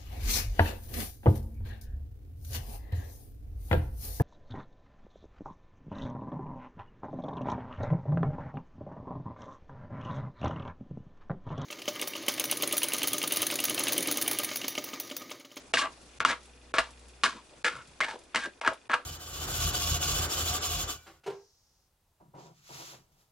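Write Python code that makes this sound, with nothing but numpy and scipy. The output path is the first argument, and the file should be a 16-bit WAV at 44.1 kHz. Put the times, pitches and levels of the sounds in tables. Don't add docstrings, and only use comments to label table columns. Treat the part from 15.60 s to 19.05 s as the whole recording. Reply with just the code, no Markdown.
import sys
import numpy as np
from scipy import signal
from scipy.io import wavfile
from scipy.ndimage import uniform_filter1d

SR = 44100
rng = np.random.default_rng(int(sys.argv[2]) if len(sys.argv) > 2 else 0)


def gain_from_db(level_db):
    decades = np.asarray(level_db, float) / 20
    return 10 ** decades


def store_pcm(level_fs):
    pcm = np.round(np.clip(level_fs, -1, 1) * 32767).astype(np.int16)
    wavfile.write(sys.argv[1], SR, np.atleast_2d(pcm).T)


N = 152145


def evened(x):
    return x / np.sqrt(np.mean(x ** 2) + 1e-20)


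def smooth_drift(size):
    drift = uniform_filter1d(rng.standard_normal(N), size=size)
    return evened(uniform_filter1d(drift, size=size))


def read(points, hz):
    f, value = np.transpose(points)
    return np.interp(np.log(hz + 1), np.log(f + 1), value)


def follow(points):
    times, values = np.transpose(points)
    return np.interp(np.arange(N) / SR, times, values)


def add(mix, start_s, sound):
    part = mix[round(start_s * SR):][:len(sound)]
    part += sound[:len(part)]


def band(x, hz, kind):
    return signal.sosfilt(signal.butter(2, hz, kind, fs=SR, output="sos"), x)


def causal(points):
    log_gain = np.log(gain_from_db(read(points, abs(np.fft.fftfreq(4096, 1 / SR)))))
    taps = np.fft.ifft(np.exp(np.conj(signal.hilbert(log_gain)))).real[:2048]
    return taps / np.linalg.norm(taps)


def ringing(modes, detune=0, scatter_db=0):
    longest_s = 0.04
    t = np.arange(3000) / SR
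    ring = np.zeros(len(t))
    for k, (hz, db, t60) in enumerate(modes):
        pitch_luck, level_luck = rng.standard_normal(2)
        level = gain_from_db(db + scatter_db * level_luck - 60 * t / min(t60, longest_s))
        tone = np.sin(2 * np.pi * hz * (1 + detune * pitch_luck) * t)
        ring += (-1) ** k * level * tone
    return ring / np.linalg.norm(ring)


# pitch_hz, likeness (0 to 1)
STEREO_LIKENESS = [(60, 0.81), (220, 0.92), (800, 0.45), (2930, 0.41), (10700, 0.32)]


def hiss(points, patch_db):
    frames, hz = N // 256 + 5, np.fft.rfftfreq(1024, 1 / SR)
    a, b, c, d, patches = rng.standard_normal((frames, 513, 5)).T
    patches = uniform_filter1d(patches, size=40, axis=0)
    patches = evened(uniform_filter1d(patches, size=8, axis=1))
    same = np.clip(read(STEREO_LIKENESS, hz), -1, 1)[:, None]
    left = a + 1j * b
    right = same * left + np.sqrt(1 - same ** 2) * (c + 1j * d)
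    z = np.array([left, right]) * gain_from_db(read(points, hz)[:, None] + patch_db * patches)
    return evened(signal.istft(z, nperseg=1024, noverlap=768)[1][:, :N])


# time_s, level_db
HUM_LEVEL = [(0.0, -66), (0.58, -64), (0.85, -61.5), (1.5, -57), (1.62, -62), (1.8, -65), (1.9, -78),
             (2.03, -68), (3.45, -76)]
# multiple of the turning speed, level_db
HUM_ORDERS = [(1, 1), (2, -14), (4, -13), (8, -14.5)]


def fridge():
    speed_hz, wobble_hz = 61, 0.4
    turns = np.cumsum(speed_hz + wobble_hz * smooth_drift(4000)) / SR
    hum = sum(gain_from_db(db) * np.sin(2 * np.pi * k * turns) for k, db in HUM_ORDERS)
    return np.sqrt(2) * gain_from_db(follow(HUM_LEVEL)) * hum


# pitch_hz, level_db (per Hz)
AIR_COLOUR = [(25,-14.5),(60,-2.5),(130,-17.5),(290,-4),(570,-8),(1030,-12.5),(3000,-17),(11000,-24.5)]


def air():
    level_db = -59.5
    return gain_from_db(level_db) * hiss(AIR_COLOUR, 1.5)


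# time_s, level_db
RUSTLE_LEVEL = [(0.0, -53), (0.84, -56.5), (0.95, -60), (2.49, -57.5), (3.45, -99)]
# pitch_hz, level_db
RUSTLE_COLOUR = [(300, -1), (1000, -6), (3000, -11), (6000, -10), (11000, -16)]


def rustle():
    flicker_db = 1.5 * smooth_drift(500)
    return gain_from_db(follow(RUSTLE_LEVEL) - 2 + flicker_db) * hiss(RUSTLE_COLOUR, 1.5)


# start_s, level_db, pitch_hz, length_s
BUMPS = [(0.0,-59.5,390,0.098),(1.64,-41.5,280,0.06),(1.705,-51.5,302,0.1),(0.141,-49,200,0.041),(0.149,-59,120,0.043),(0.6,-47.5,130,0.023),(0.652,-46,227,0.073),(.68,-51.5,118,0.034),(0.668,-60,35,0.056),
         (1.187,-48,45.7,0.035),(1.896,-57.5,500,0.069),(2.115,-56,97,0.12),(2.251,-61.5,107,0.094),(2.802,-65,40,0.049),(2.524,-44.5,450,0.059),
         (2.842,-43.5,380,0.058),(3.071,-53,45.3,0.053),(3.105,-39,550,0.039),(3.375,-49.5,554,0.044)]


def bumps():
    out = np.zeros(N)
    for start, db, hz, length in BUMPS:
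        t = np.arange(0, length, 1 / SR)
        thud = rng.standard_normal(SR // 4)
        for _ in range(2):
            thud = band(thud, 1.3 * hz, "low")
            thud = band(thud, 0.75 * hz, "high")
        thud = evened(thud[-len(t):])
        add(out, start, gain_from_db(db) * np.sin(np.pi * t / length) ** 2 * thud)
    return out


# pitch_hz, level_db, t60_s
TICK_MODES = [(2445, -1, 0.081), (2760, 1, 0.022), (3464, 0, 0.036), (4540, -8, 0.032)]


def fan():
    first_s, ticks_per_s, level_db = 0.015, 25, -58
    at = np.arange(first_s, N / SR, 1 / ticks_per_s)
    train = np.zeros(N)
    train[(at * SR).astype(int)] = gain_from_db(2.0 * rng.standard_normal(len(at)))
    return gain_from_db(level_db + 20.5) * signal.fftconvolve(train, ringing(TICK_MODES))[:N]


# pitch_hz, level_db, t60_s
SHELL_MODES = [(249, -6.5, 0.06), (288, -22, 0.036), (500, -1.5, 0.057), (635, -6.5, 0.045),
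               (938, -0.5, 0.05), (1062, 4, 0.017), (1195, -6, 0.05), (1262, -9, 0.045),
               (1494, -15.5, 0.05), (1576, -2, 0.032), (1717, -17.5, 0.045), (2108, -1.5, 0.04),
               (2370, -5, 0.011), (2857, 5, 0.027)]
# pitch_hz, level_db
SKIN_COLOUR = [(59, -65), (100, -15.5), (267, -11), (473, -6), (1310, -5), (1840, -5), (3380, -3.5),
               (8350, -17.5), (11000, -25), (14300, -124), (22000, -120)]


def bowl(force):
    skin_db, ring_db = -2, -4
    slap = signal.fftconvolve(force, causal(SKIN_COLOUR))
    modes = ringing(SHELL_MODES, detune=0.015, scatter_db=6)
    ring = signal.fftconvolve(force, modes)[:len(slap)]
    return gain_from_db(skin_db) * slap + gain_from_db(ring_db) * ring


def tinted(x, crack_db, thump_db=0):
    crack = x - band(x, 3140, "low")
    thump = band(x, 450, "low")
    return x + (gain_from_db(crack_db) - 1) * crack + (gain_from_db(thump_db) - 1) * thump


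# start_s, level_db, crack_db, thump_db
BLOWS = [(0.1368, -10.5, 9, 19.5), (0.139, -9.5, 11.5, 16), (0.145, -30, 6, 7), (0.171, -13.5, 7, -3),
         (0.257, -24, -10, -8), (0.269, -28, -7, -7), (0.603, -14, 0.5, 7), (0.649, -7, 0, 7.5),
         (1.139, -15.5, 0.5, 12.5), (1.183, -7.5, 1, 7), (1.635, -9, 6, -3), (1.661, -17, -3, -2.5),
         (2.0446, -13.5, 3.5, 10.5), (2.054, -22.5, 2, 1), (2.062, -30, 21, 0), (2.08, -24, 4, 3),
         (2.404, -15, 0.5, 5), (2.4097, -14.5, 7.5, -11), (2.434, -21.5, 7, -9), (2.444, -19.5, 8, 4),
         (2.483, -29.5, -13, 13), (2.5107, -27, 1, 7), (2.744, -25, -20, -5), (2.747, -14.5, 0, 7.5),
         (2.758, -12.5, 8, -16), (2.852, -30.5, -5, -5), (3.013, -21.5, -1.5, -22), (3.036, -29, -7, -5),
         (3.048, -21, -5, -5), (3.063, -20, -1.5, -11), (3.074, -21, 6, -9), (3.0755, -9, -3.5, 11),
         (3.086, -19, -8, 22), (3.296, -22, -8, 12.5), (3.309, -21.5, -8, -7), (3.3156, -19.5, -1.5, -8),
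         (3.332, -16, -9, -3), (3.335, -13, -6, -16), (3.3394, -12, -1.5, 3.5), (3.3474, -21, -10, -3)]


def blows():
    level_db, contact_s, chatter_t60_s, snap = -6.5, 0.00035, 0.05, 9
    out, t = np.zeros(N), np.arange(0, 0.06, 1 / SR)
    for start, db, crack_db, thump_db in BLOWS:
        chatter = rng.standard_normal(len(t)) * gain_from_db(-60 * t / chatter_t60_s)
        push = 4 * np.exp(-(t / contact_s) ** 2) * np.cos(np.pi * t / contact_s)
        sound = tinted(bowl(push + chatter + snap * (t == 0)), crack_db, thump_db)
        sound /= np.sqrt(np.mean(sound[:200] ** 2))
        add(out, start + 0.0008, gain_from_db(db + level_db) * sound)
    return out


# start_s, length_s, first_pressure_db, last_pressure_db, dryness_db
DRAGS = [(0.142,0.036,-30,-41,5.5),(0.176,0.046,-30,-31,4.5),(0.216,0.036,-29,-28.5,-8),(0.262,0.038,-47,-62,-7),
         (0.611,0.043,-30.5,-48.5,-21),(0.653,0.058,-35,-26.5,1.5),(0.694,0.038,-33,-27,-10.5),(0.739,0.052,-49,-61,1),
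         (1.142,0.065,-32,-26.5,-3.5),(1.185,0.032,-18.5,-46,-2.5),(1.231,0.1,-46,-64,1),
         (1.636,0.028,-20,-26.5,1.5),(1.673,0.13,-39.5,-55.5,2),(2.049,0.036,-22.5,-28,-2),(2.092,.13,-38,-49,-5),
         (2.412,0.039,-25,-32,-11.5),(2.464,0.029,-37.5,-44,-3.5),(2.482,0.082,-34,-52,-1.5),(2.752,0.024,-34,-25,-3.5),(2.787,0.076,-37.5,-37.5,-0.5),
         (3.02,0.055,-46,-26.5,-13),(3.077,0.068,-40,-46.5,-6),(3.297,0.033,-31,-32.5,-11),(3.337,0.02,-24,-49,-25),(3.358,0.07,-62,-54,-6)]


def drags():
    level_db, slips_per_s, spread_db, dulling_db, lift_s = 1.5, 4000, 2.5, -3, 0.013
    out = np.zeros(N)
    for start, length, first_db, last_db, dry_db in DRAGS:
        size_db = spread_db * np.minimum(rng.exponential(1, SR // 4), 4)
        size = gain_from_db(size_db) * rng.standard_normal(SR // 4)
        slips = size * (rng.random(SR // 4) < slips_per_s / SR)
        t = np.arange(0, length + 4 * lift_s, 1 / SR)
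        progress = t / length
        fade = np.minimum(t / 0.0013, 1) * gain_from_db(-20 * np.maximum(t - length, 0) / lift_s)
        rub = evened(bowl(slips))[3000:3000 + len(t)]
        rub = tinted(rub, dry_db + dulling_db * (progress - 0.5))
        pressure_db = first_db + (last_db - first_db) * progress
        add(out, start, fade * gain_from_db(level_db + pressure_db) * rub)
    return out


# time_s, pitch_hz
FLEX = [
    [(.136, 1020), (.165, 1160), (.173, 2020), (.182, 1290), (.203, 960), (.225, 1360), (.25, 1040),
     (.275, 980), (.32, 930)],
    [(.6, 1480), (.642, 1300), (.655, 1160), (.68, 1400), (.712, 1680), (.75, 1090), (.8, 1300)],
    [(1.138, 1260), (1.176, 1430), (1.19, 1510), (1.23, 1290)],
    [(1.636, 1270), (1.662, 1700), (1.7, 1180), (1.74, 1620), (1.8, 980)],
    [(2.045, 1490), (2.06, 1730), (2.09, 1660), (2.13, 1620), (2.175, 1160), (2.22, 1450)],
    [(2.404, 1100), (2.413, 1780), (2.428, 1920), (2.445, 1610), (2.495, 1670), (2.52, 1350), (2.56, 1000)],
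    [(2.747, 1150), (2.762, 1840), (2.8, 1500), (2.862, 1500)],
    [(3.014, 920), (3.035, 1200), (3.05, 1370), (3.078, 1590), (3.1, 1140), (3.15, 1070)],
    [(3.296, 1500), (3.32, 1570), (3.336, 1530), (3.345, 1400), (3.38, 1380), (3.43, 1510)],
]


def flexed(x):
    width_hz, flex_db, rest_db = 850, 6, -5
    turn = np.exp(2j * np.pi * np.cumsum(follow(np.concatenate(FLEX))) / SR)
    r = np.exp(-np.pi * width_hz / SR)
    sung = turn * signal.lfilter([(1 - r) ** 2], [1, -2 * r, r * r], x / turn)
    return gain_from_db(rest_db) * x + gain_from_db(flex_db) * sung.real


# start_s, level_db
CRUMBS = [(0.3654, -55), (0.414, -40), (0.831, -41.5), (0.856, -40.5), (1.305, -38), (1.3936, -43.5),
          (1.483, -40.5), (2.162, -39), (2.273, -42.5), (2.5893, -40.5), (2.6364, -43), (2.702, -52),
          (3.1326, -36.5)]


def crumbs():
    out, t = np.zeros(N), np.arange(0, 0.03, 1 / SR)
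    for start, db in CRUMBS:
        crackle = band(rng.standard_normal(len(t)), 2900, "high")
        add(out, start, gain_from_db(db - 9.5 - 60 * t / 0.073) * crackle)
    return out


# pitch_hz, t60_s
KITCHEN_DECAY = [(200,0.18),(1000,0.17),(4000,0.18),(10000,0.15)]


def kitchen(x):
    width_db, wide_hz = -7, 3920
    taps = np.zeros((2, SR // 2))
    at = np.arange(100, SR // 2 - 20, 20) + rng.integers(0, 20, (2, (SR // 2 - 101) // 20))
    np.put_along_axis(taps, at, rng.choice([-1., 1.], at.shape), 1)
    hz, t, z = signal.stft(taps, SR, nperseg=256)
    z = z * gain_from_db(-60 * t / read(KITCHEN_DECAY, hz)[:, None])
    echoes = signal.istft(z, SR, nperseg=256)[1]
    echoes = echoes / np.linalg.norm(echoes[0])
    middle, spread = signal.fftconvolve(x[None], echoes, axes=1)[:, :N]
    side = gain_from_db(width_db) * band(spread, wide_hz, "high") + gain_from_db(-5.5) * spread
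    return middle + np.array([side, -side])


def scene():
    wet_db, left_db = -10, 0.4
    patted = band(flexed(blows() + drags()), 115, "high")
    near = patted + bumps() + crumbs() + fan()
    close = np.array([np.roll(near, 1), near])
    around = air() + rustle() + fridge()
    return (close + gain_from_db(wet_db) * kitchen(near) + around) * gain_from_db([[left_db], [-left_db]])


def low_pass(x):
    return signal.sosfilt(signal.butter(12, 11320, fs=SR, output="sos"), x)


# start_s, length_s, above_hz
HOLES = [(.122,.011,700),(.587,.011,150),(.633,.014,5000),(1.121,.015,600),(1.168,.011,6500),(2.029,.012,150),(2.396,.006,5000),(3.001,.009,150),(3.281,.011,150)]


def record(dry):
    t, kept = np.arange(N) / SR, dry
    for start, length, hz in HOLES:
        hole = np.clip(np.minimum(t - start, start + length - t) / 0.002 + 0.5, 0, 1)
        high_pass = signal.butter(4, hz, "high", fs=SR, output="sos")
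        kept = kept - 0.97 * hole * signal.sosfiltfilt(high_pass, kept)
    edge_hz = 11120
    taps = signal.firwin(511, edge_hz, window=("kaiser", 4), fs=SR)[None]
    return low_pass(signal.oaconvolve(kept, taps, "same"))


dry = scene()
out = record(dry)
store_pcm(out)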